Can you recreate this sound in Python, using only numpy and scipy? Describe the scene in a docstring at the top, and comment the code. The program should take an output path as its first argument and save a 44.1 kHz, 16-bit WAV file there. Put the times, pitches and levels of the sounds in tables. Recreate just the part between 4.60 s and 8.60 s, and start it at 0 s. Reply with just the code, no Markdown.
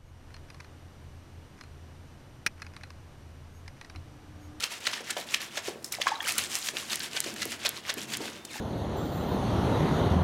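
"""A hand scrubs soapy wet cloth stretched on a frame, about four to-and-fro strokes a second, close by.
Each stroke swishes and crackles; some squeeze out a squelch or drum the cloth, and foam bubbles snap.
Once the hand scoops water from a bucket and slops it on the cloth: spray, ringing bubbles, a trickle.
Behind it lies a quiet yard with a short echo, and a distant bird calls at the end."""
import sys
import numpy as np
from scipy import signal
from scipy.fft import rfft, irfft
from scipy.io import wavfile

SR = 44100
rng = np.random.default_rng(int(sys.argv[2]) if len(sys.argv) > 2 else 0)


def unload_wav(signal):
    """Save mono or channel-first audio to the path in sys.argv[1] as 16-bit WAV at rate SR, clipped to [-1, 1]."""
    wavfile.write(
        sys.argv[1],
        SR,
        np.round(np.clip(np.atleast_2d(signal).T, -1, 1) * 32767).astype(np.int16),
    )


N = 176400
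T = np.arange(N) / SR

# tone of the yard's ambience (frequency [Hz], gain [dB])
YARD_EQ = [(25, -15), (50, -12), (100, -0.5), (300, -2.5), (700, -4), (2000, -12.5), (5000, -20.5),
           (10000, -22.5), (16000, -30)]
# bird notes (time [s], length [s], start pitch [Hz], end pitch [Hz], level [dB])
BIRD_NOTES = [(3.719, 0.22, 3620, 3600, -55.5), (3.881, .055, 3500, 2150, -47),
              (3.898, 0.0427, 4750, 3580, -48), (3.983, 0.037, 1950, 1560, -41)]
# splashes in the bucket and on the cloth (time [s], swell [s], fade [s], level [dB], treble [dB])
SPLASH_HITS = [(1.245, 0.0012, 0.0074, -40.5, 11.5), (1.257, .004, 0.028, -49.5, 8.5),
               (1.323, 0.0022, 0.014, -31, 3.5), (1.339, 0.0023, 0.025, -34, -5),
               (1.418, 0.0047, 0.0048, -20, -13.5), (1.437, 0.018, 0.047, -36.5, -8.5),
               (1.63, 0.03, 0.026, -42, -1), (1.481, 0.01, 0.011, -22.5, -16),
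               (1.51, 0.017, 0.058, -36, -17), (1.688, 0.021, 0.043, -25, -3)]
# tone of the spray (frequency [Hz], gain [dB])
SPLASH_EQ = [(100, -20), (500, -13), (1000, -2), (2000, 1.5), (3500, 1), (6000, 2), (10000, -3),
             (16000, -13.5)]
# drops landing on wet ground (time [s], level [dB])
GROUND_DROPS = [(.671, -50), (1.225, -50), (1.287, -52), (3.851, -36)]
# air bubbles ringing in the bucket (time [s], peak [dB], pitch [Hz], ring [s], attack [s])
BUCKET_BUBBLES = [(1.2445, -26, 5100, 0.0093, 0.00057), (1.323, -26, 5800, 0.0074, 0.00041),
                  (1.339, -27.5, 2170, 0.0093, 0.00091), (1.385, -29.5, 694, 0.017, 0.0013),
                  (1.4, -29, 560, 0.027, 0.00032), (1.419, -20.5, 3340, 0.017, 0.00031),
                  (1.459, -29, 770, 0.014, 0.0014), (1.4696, -13, 1048, 0.025, 0.00028),
                  (1.4691, -20.5, 1560, 0.012, .0003), (1.4695, -25, 2270, .012, 0.00063),
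                  (1.48, -37, 980, 0.033, .001), (1.516, -21, 833, 0.026, 0.0058),
                  (1.529, -31, 1080, .025, 0.0023), (1.555, -30, 3800, .018, .001),
                  (1.604, -24.5, 3210, .015, 0.0013), (1.605, -25, 1750, 0.015, .001),
                  (1.641, -29, 2240, .018, .001), (1.652, -27, 2900, 0.0099, .001),
                  (1.765, -33, 1340, .015, .001), (3.956, -34, 830, 0.038, 0.0016)]
# resonances of the stretched cloth (frequency [Hz], width [Hz], gain [dB])
CLOTH_MODES = [(101.2, 29, -1.5), (133, 16, -2.5), (192, 42, -3.5), (225.6, 32, 3.5), (297.3, 44, 5),
               (370, 80, -39)]
# volume curve of the cloth's drone (time [s], relative level [dB])
DRONE_CURVE = [(0.0, -66), (0.3, -55), (1.02, -52), (1.09, -61), (1.14, -49.5), (1.57, -54.5), (1.82, -44),
               (2.08, -58), (2.13, -49.5), (2.61, -50), (2.72, -43), (3.21, -51.5), (3.59, -42),
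               (4.0, -50.5)]
# the palm bumps the taut cloth (time [s], relative level [dB], pitch [Hz])
PALM_BUMPS = [(.274, -44, 603), (.404, -40, 520), (0.566, -30.5, 560), (.742, -54, 600), (.972, -37, 626),
              (1.079, -30, 390), (1.157, -43.5, 440), (2.135, -38.5, 357), (2.545, -46, 414),
              (2.661, -37.5, 394), (2.857, -40.5, 394), (3.05, -39.5, 610), (3.295, -41, 553),
              (3.37, -36, 370), (3.603, -33, 430)]
# foam bubbles snapping (time [s], level before the low cut [dB], pitch [Hz])
FOAM_SNAPS = [(.0055, -17, 5500), (0.0402, -9.5, 5160), (.273, -10.5, 1960), (0.5093, -23, 4500),
              (0.7448, -6, 3450), (1.677, -19, 4500), (1.708, -16, 4500), (1.722, -14, 7500),
              (1.7555, -22, 9000), (1.7816, -5, 9150), (1.785, -8.5, 8640), (1.792, -24, 6000),
              (1.839, -16, 6450), (1.917, -19, 5000), (1.924, -23, 7500), (1.954, -7, 6500),
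              (1.988, -18, 9000), (2.3575, -11, 8300), (2.395, -20.5, 9900), (2.5705, -26, 4030),
              (2.604, -6, 8300), (2.7405, -25, 8000), (2.8545, -13.5, 10800), (3.063, -9, 4070),
              (3.0916, -8, 10700), (3.3405, -16.5, 10300), (3.571, -14.5, 8900)]
# water squeezed from under the hand (time [s], length [s], level [dB], treble [dB])
SQUELCH_HITS = [(0.035, 0.0074, -24.5, -2.5), (.254, 0.0061, -34, -14), (.268, 0.0077, -21.5, -7),
                (0.331, 0.0091, -29.5, -9), (0.503, 0.0089, -29.5, 2.5), (0.566, 0.007, -32, -6),
                (0.7402, 0.0072, -21.5, -3), (0.804, 0.0078, -35, -18), (0.971, 0.0094, -31.5, 1),
                (1.074, 0.0033, -42, 2), (1.782, .012, -27, -5), (2.086, 0.0023, -21.5, -7),
                (2.169, 0.0021, -24, -10), (2.329, .004, -25, -4), (2.402, 0.0064, -30.5, -8),
                (2.565, 0.0098, -25.5, -11), (2.639, 0.0082, -33.5, -1.5), (2.761, .005, -37, -4),
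                (2.818, .013, -28, -6), (2.919, 0.0034, -32, 0), (3.049, 0.012, -27.5, -4),
                (3.057, 0.012, -24, -5.5), (3.293, .011, -25, -11), (3.534, 0.0054, -32, 7),
                (3.549, 0.0035, -30.5, -12)]
# tone of a squelch (frequency [Hz], gain [dB])
SQUELCH_EQ = [(100, -31), (500, -9.5), (900, -11), (1600, 0.5), (3300, 1.5), (6500, -1), (11000, -14),
              (16000, -20)]
# rubbing strokes, cued at their fastest moment (time [s], swell [s], fade [s], level [dB], treble [dB])
RUB_STROKES = [(.04, .028, 0.022, -31, 0.5), (.125, 0.032, 0.049, -36.5, 0), (.28, 0.06, 0.059, -35.5, -1),
               (0.34, 0.0073, 0.069, -35, -4), (.505, 0.038, 0.043, -36, 0.5),
               (0.586, 0.026, 0.047, -37.5, 1.5), (.745, 0.047, 0.031, -35.5, 2.5),
               (.818, 0.017, 0.052, -36.5, 1), (0.98, 0.036, 0.019, -34, -2), (1.078, 0.053, 0.032, -37, 2),
               (1.8, 0.027, 0.069, -33, 4.5), (1.953, 0.046, 0.035, -34, 7.5),
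               (2.075, 0.046, 0.022, -35.5, 9.5), (2.185, 0.044, 0.055, -36.5, 5),
               (2.325, 0.027, 0.03, -30.5, 3), (2.437, 0.022, 0.036, -35, 4.5),
               (2.567, 0.044, .04, -34, 0.5), (2.675, 0.028, 0.039, -36, 1.5),
               (2.825, 0.079, 0.049, -38, 3), (2.926, 0.043, 0.033, -37, 3.5),
               (3.062, 0.051, .035, -34, -4.5), (3.173, 0.033, 0.024, -38.5, -0.5),
               (3.299, 0.029, 0.017, -31, -4), (3.383, .015, 0.019, -36, 1), (3.43, 0.033, 0.012, -39, 5),
               (3.54, 0.051, 0.022, -35, 2.5), (3.655, 0.078, 0.054, -37.5, 1),
               (3.76, 0.02, 0.035, -44.5, -5), (3.96, 0.04, 0.034, -39, 4)]
# tone of skin on wet weave (frequency [Hz], gain [dB])
RUB_EQ = [(60, -35), (200, -8.5), (500, -7), (900, -5), (1600, -0.5), (2800, 2), (4500, -2.5), (7000, -5.5),
          (11000, -13), (14000, -18.5), (16000, -27)]
# the hand stops to turn round (time [s])
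HAND_TURNS = [.088, 0.194, .43, .552, .657, .79, 0.898, 1.02, 1.885, 2.13, 2.5, 2.752, 2.98, 3.222, 3.358,
              3.467, 3.592]


def amp(db):
    """Decibels to gain."""
    return 10 ** (np.asarray(db) / 20)


def unit(x):
    """Scale to rms 1."""
    return x / np.sqrt(np.mean(x ** 2) + 1e-20)


def add(out, at, x):
    """Mix x in at a cue time."""
    i = int(np.clip(round(at * SR), 0, N - 1))
    out[i:i + len(x)] += x[:N - i]


def colour(x, points):
    """Minimum-phase EQ through (Hz, dB) points; rms 1."""
    hz, db = np.array(points, float).T
    curve_db = np.interp(np.log(np.fft.rfftfreq(N, 1 / SR) + 1), np.log(hz), db)
    cepstrum = irfft(np.log(amp(curve_db)), N)
    cepstrum[1:N // 2] *= 2
    cepstrum[N // 2 + 1:] = 0
    return unit(irfft(rfft(x) * np.exp(rfft(cepstrum)), N))


def butter(x, hz, kind, order=2):
    """Plain low-, high- or band-pass."""
    sos = signal.butter(order, np.clip(hz, 10, SR / 2 - 100), kind, fs=SR, output="sos")
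    return signal.sosfilt(sos, x)


def crackle(per_s, spread_db, pitches=48, pop_cycles=16, pop_share=.63):
    """Tiny water films and bubbles burst: dry clicks and pitched pops, a few far louder than the rest."""
    def bursts(chance):
        size, sign = rng.exponential(size=N), rng.choice([-1, 1], N)
        return (chance < per_s / SR) * sign * amp(spread_db * np.minimum(size, 5))
    clicks, kicks = bursts(rng.random(N)), bursts(rng.random(N))
    pitch_index, pops = rng.integers(0, pitches, N), np.zeros(N)
    for k, hz in enumerate(np.linspace(np.sqrt(600), np.sqrt(16000), pitches) ** 2):
        radius = np.exp(-np.log(1000) * hz / (pop_cycles * SR))
        resonator = [1, -2 * radius * np.cos(2 * np.pi * hz / SR), radius * radius]
        drive = kicks * (pitch_index == k) + 1e-18 * clicks
        pops += hz ** .25 * unit(signal.lfilter([1, 0, -1], resonator, drive))
    return np.sqrt(1 - pop_share) * unit(clicks) + np.sqrt(pop_share) * unit(pops)


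def play(grain, gestures, crossover_hz=5500, dulling=.12):
    """Ride a texture with (envelope, level dB, treble dB) gestures; slow motion sounds duller."""
    low = irfft(rfft(grain) / (1 + (np.fft.rfftfreq(N, 1 / SR) / crossover_hz) ** 4), N)
    body, top = np.zeros(N), np.zeros(N)
    for env, db, treble_db in gestures:
        power = env ** 2
        power = power * amp(db) ** 2 * power.sum() / (np.sum(power * grain ** 2) + 1e-12)
        body += power
        top += power * amp(treble_db) ** 2 * env ** dulling
    return low * np.sqrt(body) + (grain - low) * np.sqrt(top)


def swell(at, rise, fade):
    """Envelope that builds to a pointed peak, then fades."""
    distance = np.maximum((at - T) / rise, (T - at) / fade)
    return np.exp(-np.minimum(distance ** .95, 20))


def spurt(at, length, attack_s=.00067, release_s=.0015):
    """Envelope with a hard attack, short hold and quick release."""
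    return np.clip((T - at) / attack_s, 0, 1) * np.exp(-np.clip((T - at - length) / release_s, 0, 20))


def ring(hz, t60, attack_s, rise=0):
    """A dying tone, peak 1, whose pitch climbs by the share `rise` over its ring time."""
    t = T[:int(t60 * SR * 2) + 2]
    tone = np.sin(2 * np.pi * hz * (t + rise * t ** 2 / (2 * t60)))
    ping = tone * np.exp(-np.log(1000) * t / t60) * (1 - np.exp(-(t / attack_s) ** 2))
    return ping / np.abs(ping).max()


def yard_bed(level_db=-53.5):
    """A steady, dark bed of outdoor noise."""
    return amp(level_db) * colour(rng.standard_normal(N), YARD_EQ)


def yard_echo(sound, level_db=-15.5, t60=.37, high_cut_hz=3030, predelay_s=.004):
    """The yard throws back a short, soft-topped tail."""
    t = T[:SR // 2]
    wash = butter(rng.standard_normal(len(t)), high_cut_hz, "low", order=1)
    tail = wash * np.exp(-np.log(1000) * t / t60) * (t > predelay_s)
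    return amp(level_db) * signal.fftconvolve(sound, tail / np.linalg.norm(tail))[:N]


def bird():
    """Faint whistles that slide down and level off."""
    out = np.zeros(N)
    for at, length, start_hz, end_hz, db in BIRD_NOTES:
        progress = np.linspace(0, 1, int(length * SR))
        hz = end_hz + (start_hz - end_hz) * (1 - progress) ** 3
        arch = np.sqrt(4 * progress * (1 - progress))
        add(out, at, amp(db) * arch * np.sin(2 * np.pi * np.cumsum(hz) / SR))
    return out


def water(drop_s=.0038, bubble_rise=.16, trickle_bubbles=36, trickle_hz=1137):
    """The hand dips and scoops: spray, stray drops, ringing air bubbles and a trickle."""
    splashes = [(swell(at, rise, fade), db, treble) for at, rise, fade, db, treble in SPLASH_HITS]
    drops = [(swell(at, drop_s / 10, drop_s), db, 5) for at, db in GROUND_DROPS]
    spray = colour(crackle(per_s=2500, spread_db=4), SPLASH_EQ)
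    out = play(spray, splashes + drops)
    for at, db, hz, t60, attack_s in BUCKET_BUBBLES:
        add(out, at, amp(db) * ring(hz, t60, attack_s, bubble_rise))
    # water trickles back from the hand in a quick scatter of plinks
    cues = rng.uniform(1.47, 1.71, trickle_bubbles)
    for at, (pitch, size) in zip(cues, rng.standard_normal((trickle_bubbles, 2))):
        plink = ring(trickle_hz * 2 ** (.585 * pitch), t60=.033, attack_s=.0013, rise=bubble_rise)
        add(out, at, amp(-39.5 + 2.3 * size) * plink)
    return out


def cloth(drone_trim_db=-3.5, rustle_trim_db=-2, knock_trim_db=4.5, rustle_octaves=.67):
    """The taut cloth drones in its low modes and gives a hollow knock under the palm."""
    drag = rng.standard_normal(N)
    modes = sum(amp(db) * unit(butter(drag, [hz - width / 2, hz + width / 2], "band", order=1))
                for hz, width, db in CLOTH_MODES)
    drone_db = np.interp(T, *np.array(DRONE_CURVE).T) + drone_trim_db
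    out = unit(butter(modes, 84, "high", order=6)) * amp(drone_db)
    decay = np.exp(-T[:SR // 5] / .024)
    for at, db, hz in PALM_BUMPS:
        push = rng.standard_normal(len(decay)) * decay
        rustle = butter(push, [hz / 2 ** rustle_octaves, hz * 2 ** rustle_octaves], "band")
        add(out, at, amp(db + rustle_trim_db) * unit(rustle) * np.sqrt(np.mean(decay ** 2)))
        add(out, at, amp(db + knock_trim_db) * ring(hz, t60=.022, attack_s=.0019))
    return out


def snaps(cycles=4.5, reflection_s=.00096, reflection_db=-3.5, low_cut_hz=1470):
    """Single foam bubbles burst with a sharp tick and a close reflection."""
    out = np.zeros(N)
    for at, db, hz in FOAM_SNAPS:
        tick = amp(db) * ring(hz, t60=cycles / hz, attack_s=1 / SR)
        add(out, at, tick)
        add(out, at + reflection_s, amp(reflection_db) * tick)
    return butter(out, low_cut_hz, "high")


def squelches():
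    """Water squeezes out in short, dense spurts of pops where the stroke presses hardest."""
    grain = colour(crackle(per_s=5000, spread_db=3), SQUELCH_EQ)
    return play(grain, [(spurt(at, length), db, treble) for at, length, db, treble in SQUELCH_HITS])


def rubbing(swish_share=.35, turn_s=.01, turn_db=-9):
    """Skin slides on the wet weave: a swish full of foam crackle that ducks at each turn of the hand."""
    swish = np.sqrt(swish_share) * rng.standard_normal(N)
    foam = np.sqrt(1 - swish_share) * unit(crackle(per_s=2600, spread_db=4))
    strokes = [(swell(at, rise, fade), db, treble) for at, rise, fade, db, treble in RUB_STROKES]
    duck_db = turn_db * sum(np.exp(-((T - at) / turn_s) ** 2) for at in HAND_TURNS)
    return play(colour(swish + foam, RUB_EQ), strokes) * amp(duck_db)


def scene():
    """Mono mix: the scrubbing, water and bird with their echo, over the yard's bed."""
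    direct = rubbing() + squelches() + snaps() + cloth() + water() + bird()
    return (direct + yard_echo(direct) + yard_bed())[None]


def record(dry, high_cut_hz=16100):
    """The recorder cuts the very top steeply."""
    return signal.sosfilt(signal.ellip(8, .2, 70, high_cut_hz, fs=SR, output="sos"), dry)


dry = scene()
out = record(dry)
unload_wav(out)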